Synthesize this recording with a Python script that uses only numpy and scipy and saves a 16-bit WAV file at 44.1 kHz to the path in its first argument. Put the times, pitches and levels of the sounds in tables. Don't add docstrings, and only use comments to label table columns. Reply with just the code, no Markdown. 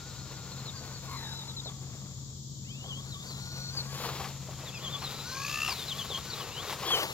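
import sys
import numpy as np
from scipy import signal
from scipy.fft import rfft, irfft
from scipy.io import wavfile
from scipy.ndimage import uniform_filter1d, map_coordinates

SR = 44100
rng = np.random.default_rng(int(sys.argv[2]) if len(sys.argv) > 2 else 0)


def wav_out(sig):
    wavfile.write(sys.argv[1], SR, np.round(np.clip(np.atleast_2d(sig).T, -1, 1) * 32767).astype(np.int16))


N = 314433
T = np.arange(N) / SR

# frequency in Hz, relative level in dB.
AIR_SPECTRUM = [(25, -16), (50, -2), (85, 3), (150, 3), (300, -9), (800, -27.5), (1200, -30), (2000, -96)]
# frequency
# in Hz, relative level in dB.
HISS_SPECTRUM = [(2600, -11.5), (3300, 13), (6300, 15.5), (7100, 22.5), (7700, 14.5), (8500, -11),
                 (11000, -71), (14000, 8.5), (16000, -19)]
# time in seconds, level in dB.
ENGINE_LEVEL = [(0, -51), (.6, -46), (3.3, -45), (3.75, -42), (5, -48), (7.13, -56)]
# multiple of the firing rate, level in dB.
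ENGINE_PARTIALS = [(.625, -14.5), (.875, -10.5), (1, 0), (1.375, -15), (1.625, -16.5)]
# time in seconds, lag of the right microphone in ms, sand over soil in dB.
PATH = [(0, 0.029, -1), (2.2, 0.14, -6), (3.3, 0.19, 1), (4.8, -0.05, -1.5), (5.6, -0.021, 8.5),
        (6.7, -0.037, -2), (7.13, 0.22, -1)]
# start in seconds, level in dB.
TUFTS = [(0.809, -48), (1.656, -42.5), (2.841, -45.5), (3.749, -47.5), (4.485, -43.5), (4.63, -43.5),
         (6.101, -37.5)]
# start in seconds, level in dB.
CHASSIS_HITS = [(4.037, -42.5), (4.087, -44), (4.198, -46.5), (4.242, -45.5), (5.019, -46.5),
                (5.684, -40.5), (6.833, -46), (6.902, -41)]
# frequency in Hz, width in Hz, relative level in dB.
BODY_MODES = [(448.6, 130, 6), (766, 54, 26), (1105, 112, 27), (2050, 2800, 11)]
# start and length in seconds, first and last pitch in Hz,
# level in dB, flutter rate in Hz.
SLIDES = [(1.123, 0.035, 1076, 1100, -44.5, 79), (1.128, 0.22, 2192, 1421, -53.5, 260.2)]
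# time in seconds, level in dB.
SCRABBLE_LEVEL = [(0, -55), (1.2, -52.5), (1.8, -57.5), (2.1, -58.5), (2.45, -73), (2.85, -57.5),
                  (3.85, -51.5), (4.45, -55), (4.7, -48.5), (5.5, -51.5), (6.55, -46.5), (7.13, -42)]
# start and length in seconds, level in dB.
SCUFFS = [(3.928, 0.089, -47.5), (4.034, 0.14, -45), (4.205, 0.098, -45.5), (5.059, 0.075, -48.5),
          (6.35, 0.066, -45), (6.684, 0.053, -39.5), (6.85, 0.19, -37.5)]
# frequency in Hz, relative level in dB.
SOIL_SPECTRUM = [(150, -36), (330, 5.5), (480, 10), (620, 5), (1150, 7.5), (1600, -0.5), (2400, -1),
                 (8000, -20.5)]
# frequency in Hz, relative level in dB.
GRIT_SPECTRUM = [(1000, -4.5), (4200, 8), (8500, -6.5), (13000, 0.5), (16000, -6.5)]
# time in seconds, tooth rate in Hz.
ROLLING_SPEED = [(0, 4200), (1.082, 4350), (1.308, 3907), (2.6, 1473), (2.71, 2408), (2.799, 2890),
                 (2.97, 3250), (3.4, 4265), (3.62, 4393), (3.9, 5100), (4.55, 1583), (5.27, 4460),
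                 (6.5, 2569), (6.6, 3150), (6.802, 2590), (7.089, 2028)]
# landing time and air time in seconds,
# top and gripping tooth rates in Hz, level of the bite in dB.
HOPS = [(0.086, 0.052, 4433, 4120, -64), (.185, 0.041, 4400, 4208, -61), (.37, 0.042, 4400, 4206, -64),
        (.505, 0.04, 4420, 4100, -57), (.58, 0.03, 4400, 4090, -55), (.655, 0.034, 4300, 3601, -51),
        (.755, 0.038, 4900, 4543, -55), (0.945, 0.054, 4583, 4143, -56), (1.23, .05, 4023, 3770, -49.5),
        (1.39, 0.084, 4000, 3680, -50.5), (1.478, 0.043, 4130, 3854, -50), (1.565, 0.032, 4120, 3740, -47),
        (1.646, 0.038, 4370, 3500, -49), (2.895, 0.063, 3397, 2916, -59), (3.106, 0.11, 4423, 3385, -51.5),
        (3.289, 0.056, 4700, 3965, -53.5), (3.77, 0.065, 4830, 4176, -39.5),
        (4.657, 0.077, 2010, 1627, -37), (4.744, 0.034, 2753, 2438, -42), (4.845, 0.054, 3473, 3134, -47),
        (4.923, 0.034, 3636, 3413, -46), (5.036, 0.049, 4310, 3682, -46), (5.185, 0.081, 4000, 3883, -48.5),
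        (5.69, 0.42, 5386, 4096, -47), (5.88, 0.031, 4150, 2961, -45), (5.987, 0.059, 3530, 3046, -44.5),
        (6.09, 0.051, 4090, 3300, -47), (6.142, 0.007, 3182, 3132, -42), (6.3, 0.13, 4533, 3937, -45.5),
        (6.385, 0.022, 3574, 2764, -53.5), (6.68, 0.092, 3900, 2960, -60), (6.915, 0.1, 3400, 3036, -37),
        (6.996, 0.024, 3140, 2390, -46)]
# time in seconds, level in dB.
HUM_LEVEL = [(0, -60.5), (1.12, -64), (1.7, -63), (1.8, -95), (2.55, -92), (2.75, -73), (3.55, -58.5),
             (4.0, -64), (4.5, -89), (4.8, -65), (5.17, -55.5), (5.3, -50), (5.66, -53.5), (5.8, -64.5),
             (6.48, -53), (6.62, -61), (6.8, -70)]
# multiple of motor speed, level in dB.
HUM_PARTIALS = [(1.35, -11), (2.7, -8.5), (4, 3.5), (10.8, 2.5), (13.2, -1.5), (14.7, -4.5), (16, 0)]
# frequency in Hz, gain in dB.
GEARBOX_EQ = [(1800, -28.5), (3100, 7.5), (4100, 3), (5300, 6.5), (6500, 9), (10000, -28)]
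# start and length in seconds, level in dB, attack and release in seconds.
FREE_SPINS = [(1.103, 0.029, -46.5, 0.014, 0.41), (5.485, 0.25, -38, 0.12, 0.0066)]
# multiple of motor speed, level in dB.
RATTLE_PARTIALS = [(2.75, 22.5), (6.05, 3.5), (15.1, -19.5)]
# time in seconds, level in dB.
WHINE_LEVEL = [(0, -65), (1.0, -62.5), (1.33, -47), (1.8, -81), (2.5, -82), (2.65, -43), (2.82, -53),
               (2.97, -51), (3.05, -61), (3.7, -47), (4.3, -94), (4.61, -41.5), (4.82, -52.5), (5.17, -54),
               (5.4, -61), (5.78, -51.5), (6.42, -63), (6.57, -42.5), (6.76, -74), (6.89, -38), (7.09, -49)]
# multiple of motor speed, level in dB under throttle, level in dB while braking.
WHINE_PARTIALS = [(10.8, -13, -14), (12, 0, 0), (16, -11, -19), (24, -24, -16)]
# time in seconds, roughness from 0 to 1.
GEAR_RASP = [(.6, .65), (1.3, .3), (2.9, .5), (3.1, .85), (4.8, .45), (6.6, .6), (6.9, .25)]

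TEETH, MOTOR_TURNS_PER_WHEEL = 12, 6.65
SCUFF_ATTACK_S, SCUFF_RELEASE_S = 0.034, 0.015


def from_db(db):
    return 10 ** (np.asarray(db) / 20)


def unit_rms(x):
    return x / np.sqrt(np.mean(x ** 2) + 1e-20)


def curves(rows):
    s, *columns = np.transpose(rows)
    return [np.interp(T, s, c) for c in columns]


def eq_gain(points, hz):
    f, db = np.transpose(points)
    return from_db(np.interp(np.log(np.maximum(hz, 1)), np.log(f), db))


def coloured(x, spectrum):
    hz = np.arange(N // 2 + 1) * SR / N
    return unit_rms(irfft(rfft(x) * eq_gain(spectrum, hz) * (hz > 20), N))


def drift(rate_hz):
    r = np.exp(-40 * np.pi * rate_hz / SR)
    slow = signal.lfilter([1], [1, -2 * r, r * r], rng.standard_normal(N // 20 + 4002))[4000:]
    return np.interp(np.arange(N) / 20, np.arange(len(slow)), unit_rms(slow))


def resonance(x, hz, width_hz):
    r = np.exp(-np.pi * width_hz / SR)
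    feedback = [1, -2 * r * np.cos(2 * np.pi * hz / SR), r * r]
    return signal.lfilter(np.array([1, 0, -1]) * (1 - r * r) / 2, feedback, x)


def tone(hz, rough, flutter_hz):
    phase = 2 * np.pi * np.cumsum(hz) / SR + rng.uniform(0, 2 * np.pi)
    rough = np.clip(rough, 0, 1)
    flutter = drift(flutter_hz) * np.sin(phase) + drift(flutter_hz) * np.cos(phase)
    return np.sqrt(2 * (1 - rough ** 2)) * np.sin(phase) + rough * flutter


def grains(per_s, spread_db):
    sizes = from_db(spread_db * np.minimum(rng.exponential(1, N), 5))
    return (rng.random(N) < per_s / SR) * sizes * rng.choice([-1, 1], N)


def swell(start, length, attack=SCUFF_ATTACK_S, release=SCUFF_RELEASE_S):
    return np.exp(-np.clip(np.maximum((start - T) / attack, (T - start - length) / release), 0, 20))


def decays(hits, t60):
    return sum(from_db(db - 60 * np.maximum(T - s, 0) / t60) * (T >= s) for s, db in hits)


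def open_air(level_db=-48.5, side_db=-12.0):
    mid, side = (coloured(white, AIR_SPECTRUM) for white in rng.standard_normal((2, N)))
    return from_db(level_db) * (mid + from_db(side_db) * side * [[1], [-1]])


def far_engine(centre_hz=135.4):
    firing_hz = np.linspace(centre_hz - 2, centre_hz + 2, N)
    drone = sum(from_db(db) * tone(k * firing_hz, rough=0.14, flutter_hz=6.2)
                for k, db in ENGINE_PARTIALS)
    return from_db(curves(ENGINE_LEVEL)[0]) * drone


def field_reverb(x, t60=0.35, wet_db=-18):
    t = T[:SR // 2]
    tails = rng.standard_normal((2, len(t))) * from_db(-60 * t / t60)
    tails *= from_db(wet_db) / np.linalg.norm(tails, axis=1, keepdims=True)
    return signal.fftconvolve(x[None], tails)[:, :N]


def tuft_thuds(t60=0.14, hz=500, width_hz=520):
    noise = rng.standard_normal(N)
    hollow = lambda x: resonance(resonance(x, hz, width_hz), hz, width_hz)
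    return hollow(decays(TUFTS, t60) * noise + 1e-18) / np.std(hollow(noise))


def chassis_clatter(t60=0.13, knock_db=9.0):
    clatter = decays(CHASSIS_HITS, t60) * unit_rms(grains(per_s=2000, spread_db=2.5)) + 1e-18
    ring = sum((-1) ** k * from_db(db) * resonance(clatter, hz, width)
               for k, (hz, width, db) in enumerate(BODY_MODES))
    return from_db(knock_db) * ring * np.std(clatter) / np.std(ring)


def tyre_slide():
    return sum(from_db(db) * swell(s, length)
               * tone(np.interp(T, [s, s + length], [from_hz, to_hz]), rough=0.89, flutter_hz=flutter)
               for s, length, from_hz, to_hz, db, flutter in SLIDES)


def tyre_scrabble(sand_db, stones_db=-32.0, soil_lump_db=2, sand_lump_db=1.4):
    scuffs = sum(from_db(db) * swell(s, length) for s, length, db in SCUFFS)
    level = np.hypot(from_db(curves(SCRABBLE_LEVEL)[0]), scuffs)
    lumps = drift(rate_hz=13.6)
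    slaps, patter = grains(per_s=2500, spread_db=2.2), grains(per_s=6000, spread_db=1.5)
    soil = from_db(soil_lump_db * lumps) * coloured(slaps, SOIL_SPECTRUM)
    sand = from_db(sand_db + sand_lump_db * lumps) * coloured(patter, GRIT_SPECTRUM)
    stones = unit_rms(resonance(grains(per_s=110, spread_db=3.5), hz=2200, width_hz=4500))
    return level * (soil + sand + from_db(stones_db) * stones)


def drive(min_grip_s=.033, grip_hz_per_s=70000, attack_s=0.0029, release_s=0.0058, air_lift_db=0.5):
    grips_s = [min_grip_s + abs(top_hz - low_hz) / grip_hz_per_s for _, _, top_hz, low_hz, _ in HOPS]
    gripping = [(s + grip_s, low_hz) for (s, _, _, low_hz, _), grip_s in zip(HOPS, grips_s)]
    tooth_hz = curves(sorted(gripping + [tuple(row) for row in ROLLING_SPEED]))[0]
    airborne = bites = 0
    for (s, air_s, top_hz, _, db), grip_s in zip(HOPS, grips_s):
        rev_up = 1 - np.clip((s - T) / air_s, 0, 1) ** 2
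        hop = rev_up * np.clip(1 - (T - s) / grip_s, 0, 1)
        tooth_hz = tooth_hz + (top_hz - tooth_hz) * hop
        airborne = np.maximum(airborne, hop)
        bite = from_db(db) * swell(s + attack_s, grip_s - attack_s, attack_s, release_s)
        bites = np.maximum(bites, bite)
    whine = np.maximum(from_db(curves(WHINE_LEVEL)[0] + air_lift_db * airborne), bites)
    motor_hz = uniform_filter1d(tooth_hz, size=500) / TEETH
    return motor_hz, 20 * np.log10(whine)


def wheel_turns(motor_hz):
    return np.cos(2 * np.pi * np.cumsum(motor_hz / MOTOR_TURNS_PER_WHEEL) / SR)


def body_ring(x, boost_db=15.0):
    hz, width, _ = BODY_MODES[2]
    return x + from_db(boost_db) * resonance(resonance(x, hz, width), hz, width)


def motor_hum(motor_hz, brighten_db=3.7, cruise_hz=370):
    octaves = np.minimum(np.log2(motor_hz / cruise_hz), 0)
    hum = sum(from_db(db + brighten_db * k * octaves)
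              * tone(k * motor_hz, rough=.095 * k, flutter_hz=10 * k) for k, db in HUM_PARTIALS)
    return hum * from_db(curves(HUM_LEVEL)[0])


def gear_rattle(motor_hz, scrape_db=-5.5):
    bursts = unit_rms(np.exp(wheel_turns(motor_hz)))
    clash = sum(from_db(db) * eq_gain(GEARBOX_EQ, k * motor_hz)
                * tone(k * motor_hz, rough=.16 * k, flutter_hz=100) for k, db in RATTLE_PARTIALS)
    scrape = from_db(scrape_db) * coloured(rng.standard_normal(N), GRIT_SPECTRUM)
    level = sum(from_db(db) * swell(s, length, attack, release)
                for s, length, db, attack, release in FREE_SPINS)
    return level * bursts * (clash + scrape)


def gear_whine(motor_hz, whine_db, bite_db=2.5, bite_per_s=0.46):
    slowing = -np.gradient(np.log(motor_hz)) * SR
    slowing = uniform_filter1d(slowing, size=600, origin=150)
    braking = np.tanh(slowing / bite_per_s)
    rasp = curves(GEAR_RASP)[0]
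    wobble = .01 * drift(rate_hz=60) + .014 * wheel_turns(motor_hz)
    shaken_hz = motor_hz * (1 + rasp * wobble)
    teeth = sum(from_db(np.interp(braking, [0, 1], dbs)) * eq_gain(GEARBOX_EQ, k * motor_hz)
                * tone(k * shaken_hz, rasp, flutter_hz=90) for k, *dbs in WHINE_PARTIALS)
    return from_db(whine_db + bite_db * braking) * teeth


def scene():
    lag_ms, sand_db = curves(PATH)
    motor_hz, whine_db = drive()
    drivetrain = gear_whine(motor_hz, whine_db) + body_ring(motor_hum(motor_hz)) + gear_rattle(motor_hz)
    truck = drivetrain + tyre_scrabble(sand_db) + tyre_slide() + chassis_clatter() + tuft_thuds()
    right = map_coordinates(truck, [np.arange(N) - lag_ms * SR / 1000], mode="nearest")
    return np.array([truck, right]) + field_reverb(truck) + far_engine() + open_air()


def record(dry, hiss_db=-49.5, right_top_db=-12.5, lean_left_db=2.2, cutoff_hz=15800):
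    hiss = np.array([coloured(white, HISS_SPECTRUM) for white in rng.standard_normal((2, N))])
    left, right = dry + from_db(hiss_db) * hiss
    shelf = eq_gain([(9300, 0), (12000, right_top_db)], np.arange(N // 2 + 1) * SR / N)
    right = irfft(rfft(right) * shelf, N)
    pair = np.array([left, right]) * from_db([[lean_left_db], [-lean_left_db]])
    return signal.sosfilt(signal.ellip(10, .1, 80, cutoff_hz, fs=SR, output="sos"), pair)


dry = scene()
out = record(dry)
wav_out(out)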